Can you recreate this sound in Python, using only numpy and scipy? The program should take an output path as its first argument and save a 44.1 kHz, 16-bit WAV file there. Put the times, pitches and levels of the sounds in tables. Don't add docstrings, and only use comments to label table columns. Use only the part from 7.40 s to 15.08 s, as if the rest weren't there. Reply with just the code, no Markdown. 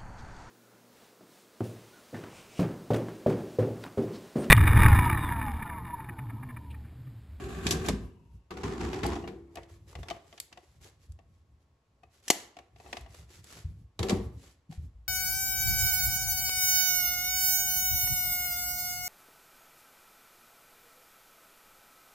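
import sys
import numpy as np
from scipy import signal
from scipy.fft import rfft, irfft, next_fast_len
from scipy.io import wavfile
from scipy.ndimage import map_coordinates

SR = 44100
rng = np.random.default_rng(int(sys.argv[2]) if len(sys.argv) > 2 else 0)


def generate_wav(sig):
    pcm = np.round(np.clip(np.atleast_2d(sig).T, -1, 1) * 32767).astype(np.int16)
    wavfile.write(sys.argv[1], SR, pcm)


N = 338683
TIME = np.arange(N) / SR
HZ = np.fft.rfftfreq(2 * N, 1 / SR)
MOTOR_STOP_S = 0.49

# (time [s], level [dB], click pitch [Hz], knock relative to level [dB])
LEVERS = [(0.267, -15, 3730, -13), (0.288, -27, 6260, -13.5), (0.308, -11.5, 5640, -13),
          (0.322, -18.5, 6000, -11.5), (0.461, -29, 6000, -5.5), (0.485, -17.5, 4900, 0.5)]
# (time [s], catch level [dB], slide level [dB])
CATCHES = [(1.1062, -34, -46), (1.169, -36.5, -45.5), (1.2325, -34.5, -33.5), (1.404, -39, -36),
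           (1.53, -29.5, -48), (1.6316, -25, -31.5), (1.718, -34.5, -46.5), (1.8752, -33.5, -64)]
# (time [s], click level [dB], knock level [dB])
RATTLES = [(1.761, -33, -39.5), (1.84, -47, -41), (2.156, -36, -45), (2.17, -32.5, -40),
           (2.231, -40.5, -66), (2.552, -29.5, -42), (2.63, -32, -46.5), (2.684, -25, -50),
           (2.70, -22, -65), (2.708, -25, -33), (2.926, -37.5, -52.5), (2.977, -32.5, -55.5),
           (3.126, -32.5, -59), (3.173, -37, -47.5), (3.789, -50, -56), (4.633, -47.5, -54),
           (5.167, -35.5, -47.5), (5.187, -34, -48), (5.36, -45, -58.5), (5.399, -44, -49.5),
           (5.461, -43, -49), (5.488, -54, -54), (5.528, -19.5, -37.5), (5.568, -24, -43),
           (5.661, -45, -52.5), (7.323, -40.5, -56.5)]
# (time [s], level [dB])
LANDINGS = [(6.591, -22.5), (6.629, -21), (6.685, -26), (6.695, -17), (6.704, -22)]
# (time [s], level [dB], pitch [Hz])
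BUMPS = [(0.498, -21, 189), (0.532, -23, 200), (2.553, -30, 79.5), (3.688, -34, 78.5), (5.604, -34, 69),
         (6.242, -22.5, 85.4), (6.296, -30.5, 99.3), (6.598, -22, 111.5), (6.721, -12, 187.4),
         (6.731, -24.5, 64.4), (6.803, -31.5, 188), (7.291, -32, 158), (7.375, -24, 78.3),
         (7.54, -37.5, 55.4)]
# (frequency [Hz], level [dB])
SHELL = [(80, -29), (170, -13), (330, -3), (500, -9), (720, -11), (1150, -15), (1500, -27), (1950, -20),
         (6000, -55)]


def player_blows():
    out = np.zeros((2, N))
    for s, db, centre_hz, knock_db in LEVERS:
        add(out, s, amp(db) * one_blow(centre_hz, knock_db, cover_db=-22.5, t60=0.061, rise=0.0004))
    for s, db, _ in CATCHES:
        add(out, s, amp(db) * one_blow(2330, knock_db=0, cover_db=-8, t60=0.074, rise=0.00084))
    for s, db in LANDINGS:
        add(out, s, amp(db) * one_blow(3920, knock_db=-4.5, cover_db=-11.5, t60=0.042, rise=0.00047))
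    return out


def one_blow(centre_hz, knock_db, cover_db, t60, rise):
    out = amp(cover_db) * cover()
    add(out, 0, amp(-3) * click(centre_hz, t60, rise))
    add(out, 0, amp(knock_db) * contact(SHELL, t60=0.08, rise=0.00065))
    return out


def cover(blur_hz=16):
    # (pitch [Hz], level [dB], ring time [s])
    notes = [(199.1, -2, 0.35), (274.4, -15, 0.72), (337, -7.5, 0.48), (375.6, -2.5, 0.44),
             (457.3, -6, 0.42), (759, -11, 0.2264)]
    t = TIME[:SR]
    drift = np.cumsum(rng.standard_normal((len(notes), SR)), axis=1) * np.sqrt(2 * np.pi * blur_hz / SR)
    tones = sum(amp(db + rng.normal(0, 2.6)) * fade(t, t60) * np.sin(2 * np.pi * hz * t + phase)
                for (hz, db, t60), phase in zip(notes, drift))
    return tones * fade_in(t, 0.0063) * np.ones((2, 1))


def springs():
    # (time [s], level [dB], pitch [Hz], ring time [s])
    notes = [(0.498, -36, 254.9, 0.65), (1.65, -42, 338.3, 1.84)]
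    out, t = np.zeros((2, N)), TIME[:2 * SR]
    for s, db, hz, t60 in notes:
        tone = np.sin(2 * np.pi * hz * t + 0.5 * wobble(24)[:len(t)])
        add(out, s, amp(db) * fade(t, t60) * tone * np.ones((2, 1)))
    return out


def motor(teeth_hz=392, coast_t60=0.82):
    # (frequency [Hz], level [dB])
    gears = [(754, 3.5), (1150, 2.5), (1560, -1.5), (2400, -10.5), (3420, -20.5), (6580, -17.5)]
    # (frequency [Hz], level [dB])
    frame = [(25, -43.5), (59, 6), (140, -6.5), (205, 0.5), (299, -8.5), (385, -3.5), (560, -27),
             (1500, -52)]
    strain_db = 4.5 * np.max([swell(s, width=0.033) for s, *_ in LEVERS], axis=0)
    since_stop = np.maximum(TIME - MOTOR_STOP_S, 0)
    drive = amp(-40 + strain_db) * fade(since_stop, coast_t60)
    whir = amp(-54.5 + 1.5 * strain_db) * fade(since_stop, coast_t60 / 3)
    phase = 2 * np.pi * np.cumsum(teeth_hz * (1 + 0.0099 * wobble(12))) / SR
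    chatter = rng.standard_normal((2, N)) * amp(2.8 * wobble(120))
    teeth = unit(resonant(chatter * (1 + amp(-8) * np.cos(phase)), gears, sharpness=7.2))
    whine = amp(-13) * drive * np.sin(phase) + amp(-11.5) * whir * np.sin(4 * phase)
    rumble = drive * friction(frame, grain_db=2.5, grain_rate=80)
    return rumble + amp(3.5) * whir * teeth + whine


def spin_down(start_hz=1060, sag_hz_per_s=300):
    hz = np.maximum(start_hz - sag_hz_per_s * np.maximum(TIME - MOTOR_STOP_S, 0), 0)
    whir = amp(-68) * rough_tone(hz, width_hz=110) + amp(-76) * rough_tone(2780, width_hz=500)
    return jolt(MOTOR_STOP_S, rise=0.057, t60=1.8) * whir


def flap():
    # (time [s], crack level [dB], knock level [dB])
    hits = [(4.8801, -19.5, -39), (4.901, -4, -37.5), (4.902, -8.5, -23.5), (4.9032, -14.5, -9.5)]
    # (frequency [Hz], level [dB])
    edge = [(710, -36), (1400, -15), (1900, -4.5), (2500, -9.5), (2970, -1.5), (3600, -8.5), (5900, 0),
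            (7800, -3), (11100, -6), (15500, -12)]
    out = np.zeros((2, N))
    knock = coloured(signal.unit_impulse(SR // 8), SHELL)
    knock = knock / np.abs(knock).max() * np.ones((2, 1))
    for s, crack_db, knock_db in hits:
        add(out, s, amp(crack_db) * contact(edge, t60=0.033))
        add(out, s, amp(knock_db) * knock)
        add(out, s, amp(knock_db - 10.5) * shell_ring(rise=0.0042))
    return out


def rattles():
    out = np.zeros((2, N))
    for s, click_db, knock_db in RATTLES:
        add(out, s, amp(click_db - 6) * click(centre_hz=2880, t60=0.03, rise=0.0016))
        add(out, s, amp(knock_db + 4) * contact(SHELL, t60=0.05, rise=0.02))
        add(out, s, amp(knock_db + 6) * shell_ring(rise=0.003, detune=0.019))
    return out


def latch():
    # (time [s], level [dB])
    ticks = [(1.664, -15.5), (2.155, -27), (3.0, -11.5), (3.72, -39.5), (5.61, -36.5), (6.042, -30.5)]
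    out = np.zeros((2, N))
    for s, db in ticks:
        add(out, s, amp(db - 8) * click(centre_hz=8370, t60=0.016, rise=0.0011))
    return out


def shell_ring(rise, scatter_db=2, detune=0.027):
    # (pitch [Hz], level [dB], ring time [s])
    notes = [(705.3, 0.5, 0.049), (783.6, -5.5, 0.05), (1155, -11, 0.054), (1855, -10, 0.028),
             (2870, -9.5, 0.034)]
    t, lowest_hz = TIME[:SR // 8], notes[0][0]
    tones = np.zeros((2, len(t)))
    for hz, db, t60 in notes:
        louder, higher = rng.standard_normal(2)
        pitch = hz * (1 + detune * higher * hz / lowest_hz)
        tones += amp(db + scatter_db * louder) * fade(t, t60) * np.sin(2 * np.pi * pitch * t)
    return tones * fade_in(t, rise)


def drag():
    # (frequency [Hz], level [dB])
    slot = [(25, -33.5), (65, 6.5), (136, -2), (320, 2.5), (400, 2.5), (540, -18.5), (720, -11.5),
            (1200, -45)]
    # (frequency [Hz], level [dB])
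    lip = [(400, -44), (750, 3.5), (1170, 2), (1400, -1), (4300, -12.5), (7400, -14.5), (11700, -28.5),
           (14000, -59)]
    first, last = CATCHES[0][0], CATCHES[-1][0]
    pull = amp(-43.5) * arch(first, last - first) ** 2
    shudder = pull + sum(amp(db) * jolt(s, rise=0.0042, t60=0.8) for s, _, db in CATCHES)
    scrape = pull + sum(amp(db) * jolt(s, rise=0.0042, t60=0.43) for s, _, db in CATCHES)
    grit = friction(lip, grain_db=4.2, grain_rate=240)
    grit += amp(-6) * rough_tone(950 * np.exp(0.22 * wobble(16)), width_hz=200)
    return amp(-3) * shudder * friction(slot, grain_db=0.5, grain_rate=48) + amp(-9.5) * scrape * grit


def groans():
    # (time [s], level [dB], pitch [Hz])
    spots = [(1.117, -46, 1158), (1.657, -31.5, 764), (1.723, -36, 1020)]
    return sum(amp(db) * swell(s, width=0.0075) * rough_tone(hz, width_hz=190) for s, db, hz in spots)


def bumps(ring_cycles=12.5):
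    # (pitch [ratio], level [dB])
    notes = [(0.68, -15), (1, 0.5), (1.27, -11.5), (1.65, -11)]
    out, t = np.zeros((2, N)), TIME[:SR // 2]
    for s, db, hz in BUMPS:
        thud = sum(amp(level) * np.sin(2 * np.pi * hz * ratio * t + rng.uniform(0, 2 * np.pi))
                   for ratio, level in notes)
        soft_start = 1 - np.exp(-(t * hz) ** 2)
        add(out, s, amp(db) * thud * fade(t, ring_cycles / hz) * soft_start * np.ones((2, 1)))
    return out


def hands():
    # (time [s], length [s], level [dB])
    slides = [(2.276, 0.11, -69), (2.463, 0.075, -63.5), (2.578, 0.06, -71), (2.795, 0.23, -72),
              (3.402, 0.11, -61), (3.137, 0.3, -76), (3.586, 0.1, -72), (3.871, 0.17, -86.5),
              (4.19, 0.059, -85), (4.696, 0.13, -71), (4.82, 0.27, -55.5), (5.349, 0.3, -68),
              (5.674, 0.19, -62.5), (5.872, 0.15, -61.5), (6.021, 0.23, -57), (6.953, 0.2, -65),
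              (7.292, 0.094, -66)]
    # (frequency [Hz], level [dB])
    skin = [(590, -29.5), (1300, -5), (7000, -5.5), (15000, -13.5)]
    strokes = sum(amp(db) * arch(s, length) for s, length, db in slides)
    grips = sum(amp(db - 26.5) * swell(s + 0.018, width=0.075) for s, _, db in RATTLES)
    settling = sum(amp(db) * jolt(s, rise=0.004, t60=0.19) for s, db in LANDINGS)
    hiss_level = strokes + amp(-13) * grips + amp(-31) * settling
    rub_level = amp(-5.5) * strokes + grips + amp(-23) * settling
    snags = slips(rate=35, t60=0.04)
    hiss = hiss_level * friction(skin, grain_db=2.5, grain_rate=560) * (1 + 2 * snags)
    rub = rub_level * friction(SHELL, grain_db=4, grain_rate=63) * (1 + 4 * snags)
    return hiss + rub


def table():
    # (time [s], length [s], level [dB])
    moves = [(0.557, 0.57, -55), (2.05, 0.77, -54.5), (3.255, 0.88, -61.5), (5.29, 1.2, -52.5)]
    # (frequency [Hz], level [dB])
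    colour = [(25, -43.5), (50, -7), (80, 0), (200, -18), (900, -54.5)]
    moving = sum(amp(db) * arch(s, length) for s, length, db in moves)
    bumped = sum(amp(db - 17.5) * jolt(s, rise=0.0037, t60=0.528) for s, db, _ in BUMPS)
    return amp(-4.5) * (amp(-63.5) + moving + bumped) * friction(colour, grain_db=5, grain_rate=20)


def room(pair):
    # (frequency [Hz], ring time [s])
    ring_times = [(100, 0.37), (1000, 0.53), (6000, 0.36), (13000, 0.26)]
    hz, t, noise = signal.stft(rng.standard_normal((2, SR)), SR, nperseg=256)
    dying = noise * fade(t, along(ring_times, hz)[:, None]) * fade_in(t, 0.0004)
    tail = signal.istft(dying, SR, nperseg=256)[1]
    one, other = signal.fftconvolve(pair, tail / np.linalg.norm(tail[0]), axes=1)[:, :N]
    return np.array([one + other, one - other]) / np.sqrt(2)


def background():
    # (pitch [Hz], level [dB])
    whine = [(1099, -91)]
    # (frequency [Hz], level [dB])
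    air = [(25, -13.5), (83, -19.5), (300, -12.5), (1090, -21), (1400, -25.5), (7500, -36.5),
           (15000, -47.5)]
    tones = sum(amp(db) * np.sqrt(2) * np.sin(2 * np.pi * hz * TIME + 0.5 * wobble(4.5))
                for hz, db in whine)
    return amp(-78) * unit(coloured(rng.standard_normal((2, N)), air)) + tones


def click(centre_hz, t60, rise):
    colour = [(centre_hz / 10, -20), (centre_hz / 2, -3), (centre_hz, 0),
              (centre_hz * 2, -8), (centre_hz * 4, -22)]
    return contact(colour, t60, rise)


def contact(colour, t60, rise=0.0012):
    t = TIME[:SR // 8]
    burst = coloured(rng.standard_normal((2, len(t))) * fade(t, t60) * fade_in(t, rise), colour)
    return burst / np.linalg.norm(burst, axis=1, keepdims=True) * np.sqrt(t60 * SR) / 10


def friction(colour, grain_db, grain_rate):
    return unit(coloured(rng.standard_normal((2, N)) * amp(grain_db * wobble(grain_rate)), colour))


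def slips(rate, t60):
    kicks = (rng.random(N) < rate / SR) * rng.random(N) ** 2
    return signal.fftconvolve(kicks, fade(TIME[:SR // 8], t60))[:N]


def rough_tone(hz, width_hz):
    phase = 2 * np.pi * np.cumsum(hz * np.ones(N)) / SR
    return wobble(width_hz) * np.cos(phase) + wobble(width_hz) * np.sin(phase)


def resonant(x, notes, sharpness):
    response = sum(amp(db) / (1 + 1j * sharpness * (HZ / hz - hz / (HZ + 1))) for hz, db in notes)
    return irfft(rfft(x, 2 * N) * response)[..., :N]


def coloured(x, colour):
    size = next_fast_len(x.shape[-1] + 4096)
    cepstrum = irfft(np.log(amp(along(colour, np.fft.rfftfreq(size, 1 / SR)))), size)
    cepstrum[1:size // 2] *= 2
    cepstrum[size // 2 + 1:] = 0
    return irfft(rfft(x, size) * np.exp(rfft(cepstrum)), size)[..., :x.shape[-1]]


def along(points, hz):
    frequencies, values = np.transpose(points)
    return np.interp(np.log(hz + 1), np.log(frequencies), values)


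def wobble(rate):
    return map_coordinates(rng.standard_normal(int(N * rate / SR) + 4), [TIME * rate])


def swell(s, width):
    return np.exp(-((TIME - s) / width) ** 2)


def arch(s, length):
    return np.sin(np.pi * np.clip((TIME - s) / length, 0, 1))


def jolt(s, rise, t60):
    t = np.maximum(TIME - s, 0)
    return fade_in(t, rise) * fade(t, t60)


def fade_in(t, rise):
    return 1 - np.exp(-t / rise)


def fade(t, t60):
    return np.exp(-np.log(1000) * t / t60)


def amp(db):
    return 10 ** (np.asarray(db) / 20)


def unit(x):
    return x / np.sqrt(np.mean(x ** 2) + 1e-20)


def add(track, s, sound):
    start = round(s * SR)
    track[:, start:start + sound.shape[-1]] += sound[:, :N - start]


def left_right(pair):
    # (frequency [Hz], side level [dB])
    width = [(60, -25.5), (250, -13.5), (1500, -2.5), (9000, -3)]
    mid, side = pair[0], coloured(pair[1], width)
    return np.array([mid + side, mid - side])


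def close_up(pair):
    # (frequency [Hz], left minus right [dB])
    lean = [(900, -1.5), (2400, 3), (4400, 5), (9000, 1)]
    left, right = left_right(pair * amp([[0], [-7]]))
    left = coloured(np.roll(left, 1), [(hz, db / 2) for hz, db in lean])
    right = coloured(right, [(hz, -db / 2) for hz, db in lean])
    return np.array([left, right])


def scene():
    snap = flap()
    knocks = player_blows() + springs() + rattles() + latch()
    movement = motor() + spin_down() + drag() + groans() + hands() + bumps() + table()
    echo = room(amp(-15) * snap + amp(-12.5) * knocks + amp(-7) * movement)
    return close_up(snap) + left_right(knocks + movement + echo + background())


def record(dry):
    # (frequency [Hz], level [dB])
    colour = [(8300, 1), (9150, -21), (9800, 1), (12000, 1.5), (13200, -19.5), (14800, -7.5),
              (16000, -18.5)]
    top_hz = 16300
    return irfft(rfft(coloured(dry, colour), 2 * N) * (HZ < top_hz))[:, :N]


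dry = scene()
out = record(dry)
generate_wav(out)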